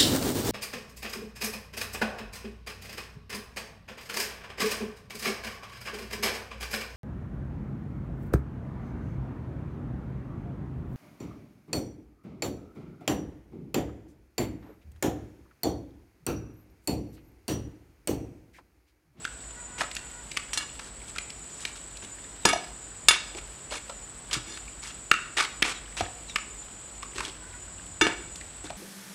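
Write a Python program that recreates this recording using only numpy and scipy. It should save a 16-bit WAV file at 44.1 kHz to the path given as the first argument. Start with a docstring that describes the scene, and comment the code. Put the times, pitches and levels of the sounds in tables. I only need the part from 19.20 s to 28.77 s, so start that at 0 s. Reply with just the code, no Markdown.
"""An iron digging pole is jabbed into wet pond mud, levered and pulled out again.
Impact and friction on grit excite its bending modes, so it clanks and scrapes in its hole.
Air pockets in the mud open with wet smacks, each ringing as a damped cavity resonator.
Insects trill in the plants, a bird whistles, a rooster crows and machinery hums far off.
The banks reflect the digging and the whistles as a short echo."""
import sys
import numpy as np
from scipy import signal
from scipy.fft import next_fast_len
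from scipy.io import wavfile
from scipy.ndimage import uniform_filter1d

SR = 44100
rng = np.random.default_rng(int(sys.argv[2]) if len(sys.argv) > 2 else 0)


def int16_out(signal):
    """Quantize to a 16-bit WAV file."""
    q = np.round(np.clip(np.atleast_2d(signal).T, -1, 1) * 32767)
    wavfile.write(sys.argv[1], SR, q.astype(np.int16))


N = 422037
TIME = np.arange(N) / SR

# spectra of the open air and of the insect chorus: f/Hz, level/dB
AIR_SPECTRUM = [(20, -26), (36, -49), (62, -2), (100, -3), (250, -6), (600, -10), (1500, -12.5),
                (3000, -18), (6000, -22), (9500, -82), (12000, -44), (15500, -66)]
CHORUS_SPECTRUM = [(5500, -48.5), (6700, -14.5), (7000, -6), (7400, -6.5), (7700, 1.5), (7950, 2.5),
                   (8200, -7), (8550, -5), (8800, -23), (10500, -40)]
# tones of far machinery: onset t/s, f/Hz, level/dB
HUM_TONES = [(0, 51.5, -52), (7.9, 90.9, -58.5), (8.5, 167, -59)]
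# bouts of the nearest cricket: start t/s, end t/s
CRICKET_BOUTS = [(.19, 1.54), (1.94, 3.14), (3.54, 4.92), (5.11, 6.6), (6.76, 7.93), (8.33, 9.3)]
# spectra of tiny bursting films and of the film tearing over a pocket: f/Hz, level/dB
FIZZ_SPECTRUM = [(1000, -15), (3000, 6.5), (6000, -1.5), (10000, -2), (12500, -10.5), (15500, -28)]
FILM_SPECTRUM = [(100, 8), (600, -24), (2000, 10.5), (5000, 5.5), (8500, -0.5), (11000, -6), (15500, -37)]
# cavity modes: frequency ratio, level/dB, share of the brightness added to that level
CAVITY_MODES = [(1, 0, 0), (1.3, -6, 0.5), (1.75, -5, 1), (2.4, -8.5, 1)]
# air pockets opening, and the pole's 1.7 kHz clank at 8.81 s:
# t/s, level/dB, f/Hz, brightness/dB, peeling time/s
RESONANCES = [(.0505, -28.5, 1566, -6, 0.0052), (.607, -26.5, 1025, 4.5, 0.017),
              (.614, -25.5, 724, 5.5, .004), (0.714, -39, 1960, 7, .001), (.751, -39, 5040, 7, 0.0013),
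              (.766, -32, 1680, 7, .004), (1.116, -37.5, 2400, -4, 0.0024), (1.171, -25, 1295, 8.5, 0.0037),
              (1.594, -38, 986, 3, 0.0026), (1.96, -37, 1480, -13.5, 0.0052), (1.983, -30, 1465, 11, 0.011),
              (2.103, -40, 2480, -1, 0.0036), (2.452, -30.5, 1840, 4.5, 0.00041),
              (2.771, -43.5, 3630, 6, .002), (3.254, -22, 202, -1, 0.0021), (3.255, -21, 990, -20, 0.0011),
              (3.332, -22, 691, -6.5, 0.0022), (3.359, -31, 734, -14, 0.0043), (4.150, -39, 366, -2, .001),
              (4.521, -35, 600, -0.5, 0.017), (4.696, -36, 580, 4, 0.013), (5.112, -36, 3170, -15, .001),
              (5.141, -30, 2030, 3, .004), (5.151, -33, 1310, -5, 0.0072), (5.166, -33.5, 132, 3, 0.0035),
              (5.373, -40.5, 1420, -4, 0.0033), (5.48, -45.5, 2520, -35, 0.0018),
              (5.915, -12.5, 1520, -4, 0.00132), (5.937, -33, 1570, -13, 0.0018),
              (6.205, -25, 1264, -7, 0.0024), (6.249, -34, 1284, 11, .002),
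              (6.4255, -17.5, 1880, -4.5, 0.0027), (6.808, -26, 726, -5, 0.0043),
              (6.812, -31, 89, -4, 0.0018), (7.097, -43, 2280, -6, .001), (7.1595, -23, 1303, 3.5, 0.00066),
              (7.829, -35.5, 1130, -4, .004), (7.982, -33, 1180, -3, 0.034), (8.005, -30, 1055, 0.5, .012),
              (8.051, -35.5, 3550, -4, 0.0015), (8.813, -20, 1700, -7, .001),
              (9.158, -42.5, 3930, 2, 0.0015), (9.211, -42.5, 2070, -20, 0.0064),
              (9.503, -34.5, 713, -9.5, 0.0047)]
# reverberation of the banks: f/Hz, T60/s
BANK_DECAY = [(100, 0.62), (600, 0.55), (2000, 0.51), (5000, 0.52), (10000, 0.25), (16000, 0.18)]
# spectrum of their reflections: f/Hz, level/dB
BANK_SPECTRUM = [(150, -2.5), (700, 1), (3000, 0), (7000, -1.5), (13000, -1)]
# crows of a far rooster: t/s, duration/s, level/dB
ROOSTER_CROWS = [(0.222, .52, -54), (.718, .35, -54.5), (8.152, .27, -56.5)]
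# its harmonics from the second up: level/dB
ROOSTER_HARMONICS = [-4.5, -1.5, -4.5, -16]
# bending modes of the pole: f/Hz, level/dB
POLE_MODES = [(205, -9.5), (335, 2), (690, -14.5), (900, -2.5), (1250, 2), (1690, 8), (2220, 9),
              (2820, 8.5), (3480, 10), (4200, 5.5), (4960, 8.5), (5800, 7.5), (6700, 3), (7570, 3),
              (8530, -0.5), (9620, 1), (10550, -9), (11700, -17)]
# spectrum of splatting mud: f/Hz, level/dB
MUD_SPECTRUM = [(50, -23.5), (150, -8.5), (350, 9), (520, 2), (1000, -0.5), (1800, 0.5), (3200, 3),
                (5500, -0.5), (8500, 0.5), (11000, -14), (15000, -33), (17000, -54)]
# pole levered or drawn through gritty mud: t/s, duration/s, level/dB, low churn/dB, ring/dB
POLE_STROKES = [(0.579, 0.062, -38.5, -2, -15), (1.601, .10, -51.5, 3, -17), (1.877, 0.031, -48, -14, -16),
                (2.281, 0.17, -54, 7, -8), (2.394, 0.11, -47, -17, -23), (2.552, 0.031, -47, -12, -17),
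                (2.821, 0.036, -44.5, 4, -16), (4.168, 0.026, -40.5, 6, -7), (4.505, 0.081, -37.5, 1, -3.5),
                (5.112, 0.071, -38.5, -1, -4), (5.259, 0.12, -45.5, 10, 5), (5.617, .1, -43, -19, -8),
                (6.166, .049, -24, -9.5, -6), (6.206, 0.049, -32.5, -10, -12), (6.442, .093, -33, -8, -25),
                (6.766, 0.038, -34.5, -8, -6), (7.942, 0.16, -40.5, 5.5, -17),
                (9.437, 0.036, -41.5, 13, -4)]
# blows of the pole: t/s, level/dB, crushing time/s, low thud/dB, treble/dB, ring/dB
POLE_BLOWS = [(1.333, -27, 0.01, -8, 9, -5), (1.375, -23.5, 0.0056, -3.5, 6, 1.5),
              (3.253, -14, 0.0027, 6.5, 1.5, 1.5), (3.287, -22, 0.0024, -14, 3, 19),
              (3.331, -27.5, 0.0059, 5, 2.5, 9), (3.885, -8, 0.0031, -23.5, 1.5, 0),
              (3.909, -19.5, 0.009, -10.5, -8, -16), (5.131, -23.5, .012, -31, 4.5, -2),
              (6.423, -25, 0.0026, -1.5, -7, -1.5), (6.808, -29.5, 0.0022, 7, -4, -5),
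              (8.812, -13.5, 0.0078, 6.5, -6, 9), (8.868, -21, 0.0095, 0.5, -13, -4.5)]
# bird whistles: t/s, level/dB
BIRD_WHISTLES = [(3.2, -53), (6.04, -59), (6.27, -55), (6.535, -46), (6.805, -61), (7.068, -42)]


def amp(db):
    """Amplitude ratio of a level in decibels."""
    return 10 ** (np.asarray(db) / 20)


def unit_rms(x):
    """Normalisation to an rms of one."""
    return x / np.sqrt(np.mean(x ** 2) + 1e-20)


def equal_energy(x):
    """Normalisation to the energy of 10 ms at an rms of one."""
    return x / np.sqrt(np.sum(x ** 2) / (SR / 100) + 1e-20)


def value_at(points, hz):
    """Interpolation of a table on a log-frequency axis."""
    f, value = np.transpose(points)
    return np.interp(np.log(hz + 1), np.log(f + 1), value)


def colour(x, spectrum):
    """Minimum-phase filtering: the phase follows from the log gain by a Hilbert transform."""
    size = next_fast_len(len(x) + 2048)
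    log_gain = np.log(amp(value_at(spectrum, abs(np.fft.fftfreq(size, 1 / SR)))))
    response = np.exp(np.conj(signal.hilbert(log_gain)))
    return np.fft.ifft(np.fft.fft(x, size) * response).real[:len(x)]


def drift(per_s):
    """Random modulation of rms one, linear between Gaussian knots."""
    knots = rng.standard_normal(int(N / SR * per_s) + 3)
    return unit_rms(np.interp(TIME * per_s, np.arange(len(knots)), knots))


def add(mix, start, sound):
    """Superposition of a sound from its starting time in seconds."""
    part = mix[max(round(start * SR), 0):][:len(sound)]
    part += sound[:len(part)]


def grit(count, spread_db):
    """Granular noise: exponentially distributed levels give many small grains and a few large."""
    noise = rng.standard_normal(count)
    grain_db = spread_db * np.minimum(rng.exponential(1, count // 16 + 1), 4)
    return unit_rms(noise * amp(grain_db).repeat(16)[:count])


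def air_and_hum(air_db=-50, onset_s=0.053):
    """Broadband air noise, and machine tones that waver by random quadrature modulation."""
    air = amp(air_db) * unit_rms(colour(rng.standard_normal(N), AIR_SPECTRUM)) * amp(0.14 * drift(3.1))
    for start, hz, db in HUM_TONES:
        phase = 2 * np.pi * hz * TIME
        tone = unit_rms((0.53 + drift(17)) * np.sin(phase) + drift(29) * np.cos(phase))
        air += amp(db) * tone * np.clip((TIME - start) / onset_s, 0, 1)
    return air


def insects(chorus_db=-48, shrill_db=-54, shrill_hz=7920, wing_hz=15.5):
    """A far chorus merges into band noise; wing strokes modulate one shrill insect's tone."""
    chorus = unit_rms(colour(rng.standard_normal(N), CHORUS_SPECTRUM)) * amp(drift(60))
    stroke = np.cumsum(wing_hz + 0.483 * drift(3)) / SR % 1
    pitch = shrill_hz - 160 * (stroke - .5) + 60 * drift(250)  # each stroke sags in pitch
    flutter = (0.18 + np.sin(np.pi * stroke) ** 2) * amp(2 * drift(40))
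    shrill = np.sin(2 * np.pi * np.cumsum(pitch) / SR) * flutter
    return amp(chorus_db) * chorus + amp(shrill_db) * unit_rms(shrill)


def cricket(db=-51.5, hz=7085, throb_hz=9):
    """Amplitude modulation makes a nearly pure tone throb, in bouts."""
    singing = uniform_filter1d(sum(1. * ((TIME > a) & (TIME < b)) for a, b in CRICKET_BOUTS), 900)
    throb_phase = 2 * np.pi * np.cumsum(throb_hz + 0.57 * drift(2.12)) / SR
    throb_db = 1.8 * np.sin(throb_phase) + 3.9 * drift(90)
    tone = np.sin(2 * np.pi * np.cumsum(hz + 35 * drift(200)) / SR)
    return amp(db) * unit_rms(tone * amp(throb_db)) * singing


def fizz(db=-60):
    """Tiny films bursting in the trodden mud sum to granular noise, in uneven flurries."""
    films = colour(grit(N, spread_db=5), FIZZ_SPECTRUM)
    flurry_db = 1.8 * drift(9)
    return amp(db + flurry_db) * unit_rms(films)


def smack(hz, decay_s, bright_db, film_db, rise=0.18, wet_db=-6, leak_db=-18):
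    """Cavity resonance: a mud film tears and the pocket behind rings, rising in pitch as it opens."""
    t = np.arange(SR // 12) / SR
    phase = 2 * np.pi * np.cumsum(hz * (1 + rise * np.tanh(t / decay_s - 1))) / SR
    fade = np.exp(-t / decay_s) * (1 - np.exp(-8 * t / decay_s))
    cavity = fade * sum(amp(db + share * bright_db) * np.sin(ratio * phase)
                        for ratio, db, share in CAVITY_MODES)
    spatter = signal.fftconvolve(cavity * fade, grit(len(t), 5.5) * fade)[:len(t)]
    film = colour(grit(len(t), 1.4) * fade, FILM_SPECTRUM)
    sound = equal_energy(cavity) + amp(wet_db) * equal_energy(spatter) + amp(film_db) * equal_energy(film)
    # little escapes below the resonance
    low_cut = [(hz / 30, leak_db), (hz / 6, leak_db / 6), (hz * 0.57, leak_db), (hz * 0.93, 0)]
    return equal_energy(colour(sound, low_cut))


def pockets_and_clank(typical_hz=1510, typical_db=-28, typical_decay_s=0.0028, quick_peel_s=0.0005):
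    """Damped resonances: pockets peel, smack open and slump; one pole clank takes the same form."""
    out = np.zeros(N)
    for start, db, hz, bright_db, peel_s in RESONANCES:
        pull_db, smallness = db - typical_db, hz / typical_hz
        # small or hard-pulled pockets die sooner
        decay_s = typical_decay_s * smallness ** -0.46 * amp(-0.2 * pull_db)
        # small, weak, bright pockets are mostly tearing film
        film_db = -3 + 3.9 * np.log2(smallness) - 0.35 * pull_db + 0.44 * bright_db
        # a quick peel snaps; a slower one is fainter with each doubling
        peel_db = -3.5 - 3 * np.log2(max(peel_s / quick_peel_s, 1))
        tick = smack(hz=2636, decay_s=0.00071, bright_db=-6.5, film_db=-20)
        add(out, start - peel_s, amp(db + peel_db) * tick)
        add(out, start, amp(db) * smack(hz, decay_s, bright_db, film_db))
        plop = smack(hz=185, decay_s=0.0011, bright_db=-5, film_db=-25)
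        add(out, start, amp(db - 18.5) * plop)
    return out


def bank_echo(x, echo_s=.0255, echo_db=-17, tail_db=-13, build_s=0.0062):
    """Reflection from banks and plants: one discrete echo and an exponentially decaying scatter."""
    t = np.arange(SR * 3 // 4) / SR
    hz, age, noise = signal.stft(rng.standard_normal(len(t)), SR, nperseg=256)
    decay = amp(-60 * age / value_at(BANK_DECAY, hz)[:, None])
    tail = signal.istft(noise * decay, SR, nperseg=256)[1][:len(t)]
    tail *= 1 - np.exp(-t / build_s)
    response = amp(tail_db) * tail / np.linalg.norm(tail)
    response[round(echo_s * SR)] += amp(echo_db)
    return signal.fftconvolve(x, colour(response, BANK_SPECTRUM))[:N]


def bubbles(faintest_db=-54, spread_db=2, lowest_hz=1300, count=42):
    """Tiny bubbles pop at random in the trodden mud, each with its own resonance and damping."""
    out = np.zeros(N)
    for when, size, pitch, damping in rng.random((count, 4)):
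        pop = smack(lowest_hz * 3 ** pitch, 0.0012 + .0025 * damping, bright_db=-14.5, film_db=-18)
        add(out, when * N / SR, amp(faintest_db + spread_db * min(-np.log(size), 2)) * pop)
    return out


def rooster(hz=485):
    """A harmonic series without its fundamental: drawn-out crowing, smeared by distance."""
    out = np.zeros(N)
    for start, length, db in ROOSTER_CROWS:
        count = int(length * SR)
        pitch = hz * (1 + 0.0065 * drift(6.2) + 0.02 * drift(127))[:count]
        phase = 2 * np.pi * np.cumsum(pitch) / SR
        call = sum(amp(level) * np.sin(k * phase) for k, level in enumerate(ROOSTER_HARMONICS, 2))
        call *= amp(3 * drift(25)[:count])
        add(out, start, amp(db) * unit_rms(call) * signal.windows.tukey(count, .5))
    return out


def pole_in_mud(force, low_db, treble_db, ring_db, t60_s=0.065, detune=0.021, delay_1khz_s=0.001816):
    """A tip force splats mud and rings the pole; by dispersion, high bending waves arrive first."""
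    t = np.arange(SR // 5) / SR
    response = np.zeros(len(t))
    for hz, db in POLE_MODES:
        age = np.maximum(t - delay_1khz_s * np.sqrt(1000 / hz), 0)
        loaded_hz = hz * (1 + detune * rng.uniform(-0.5, 1))  # grip and mud detune the mode
        response += amp(db - 60 * age / t60_s) * np.sin(2 * np.pi * loaded_hz * age)
    splat = unit_rms(colour(force, MUD_SPECTRUM))
    ring = unit_rms(signal.fftconvolve(force, response)[:len(force)])
    shelves = [(40, low_db - 18.5), (160, low_db), (350, low_db),
               (1300, 0.039), (2400, 0.041), (6000, treble_db)]
    return colour(splat + amp(ring_db) * ring, shelves)


def squelch(count, per_s=260, spread_db=4, lowest_hz=850):
    """Bubbles squeezed out of the mud resonate in a dense random run."""
    out = np.zeros(count + SR // 8)
    for when, size, pitch in rng.random((int(per_s * count / SR) + 1, 3)):
        pop = smack(lowest_hz * 5 ** pitch, decay_s=.0018, bright_db=-10, film_db=-8)
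        add(out, when * count / SR, amp(spread_db * min(-np.log(size), 3)) * pop)
    return out


def rub(length, low_db, treble_db, ring_db, fade_db=3):
    """Sliding friction: grit drives the slowing pole, which squeezes out bubbles."""
    count = int(length * SR)
    envelope = signal.windows.tukey(count, .25) * amp(-fade_db * np.linspace(0, 1, count))
    force = np.pad(grit(count, spread_db=4) * envelope, (0, SR // 8))
    sound = unit_rms(pole_in_mud(force, low_db, treble_db, ring_db))
    bubbles_db = -4 - max(ring_db, 0) - max(treble_db, 0)  # hard grit holds little air
    sound += amp(bubbles_db) * unit_rms(squelch(count))
    return sound / np.sqrt(np.sum(sound ** 2) / count)


def scrapes(typical_db=-44, slide_s=.055, slide_delay_s=.009):
    """Friction as the pole is worked in its hole and as it sinks further after every blow."""
    out = np.zeros(N)
    for start, length, db, low_db, ring_db in POLE_STROKES:
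        # light strokes graze the wet surface and hiss; heavy ones are buried and dull
        treble_db = 1.5 - 0.5 * (db - typical_db)
        add(out, start, amp(db) * rub(length, low_db, treble_db, ring_db))
    for start, db, _, low_db, treble_db, ring_db in POLE_BLOWS:
        slide = rub(slide_s, low_db, treble_db - 11, ring_db + 0.5)
        slide_db = db - 15.5 + 0.25 * low_db  # a deeper thud means softer mud and a harder slide
        add(out, start + slide_delay_s, amp(slide_db) * slide)
    return out


def jabs(contact_db=-6, contact_s=.00004):
    """Impact excitation: the tip lands, cushioned by mud, then crushes grit for some milliseconds."""
    out, t = np.zeros(N), np.arange(SR // 4) / SR
    contact = amp(contact_db) * equal_energy(t * np.exp(-t / contact_s))
    for start, db, crush_s, low_db, treble_db, ring_db in POLE_BLOWS:
        # the negative spread turns the outlying grains into brief dips in the force
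        crush = equal_energy(grit(len(t), spread_db=-4.8) * np.exp(-t / crush_s))
        clank = pole_in_mud(contact + crush, low_db, treble_db, ring_db)
        add(out, start, amp(db) * equal_energy(clank))
    return out


def bird(length_s=0.07, from_hz=4350, to_hz=3200, jitter_hz=500, upper_db=-9):
    """A falling frequency glide: the second and third harmonics of a far bird's whistle."""
    out, count = np.zeros(N), int(length_s * SR)
    for start, db in BIRD_WHISTLES:
        pitch = np.linspace(from_hz, to_hz, count) + jitter_hz * rng.standard_normal(count)
        phase = 2 * np.pi * np.cumsum(pitch) / SR
        whistle = np.sin(phase) + amp(upper_db) * np.sin(1.5 * phase)
        add(out, start, amp(db) * np.hanning(count) * whistle)
    return out


def scene():
    """Superposition of the digging, the bird, their echo and the background of the pond."""
    direct = jabs() + scrapes() + pockets_and_clank() + bubbles() + fizz() + bird()
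    return (direct + bank_echo(direct) + insects() + cricket() + rooster() + air_and_hum())[None]


def record(dry, ceiling=.95, cutoff_hz=15700):
    """Hard clipping limits the strongest peaks; a low-pass filter then limits the band."""
    low_pass = signal.firwin(511, cutoff_hz, window=("kaiser", 9), fs=SR)
    return signal.oaconvolve(np.clip(dry, -ceiling, ceiling), low_pass[None], "same")


dry = scene()
out = record(dry)
int16_out(out)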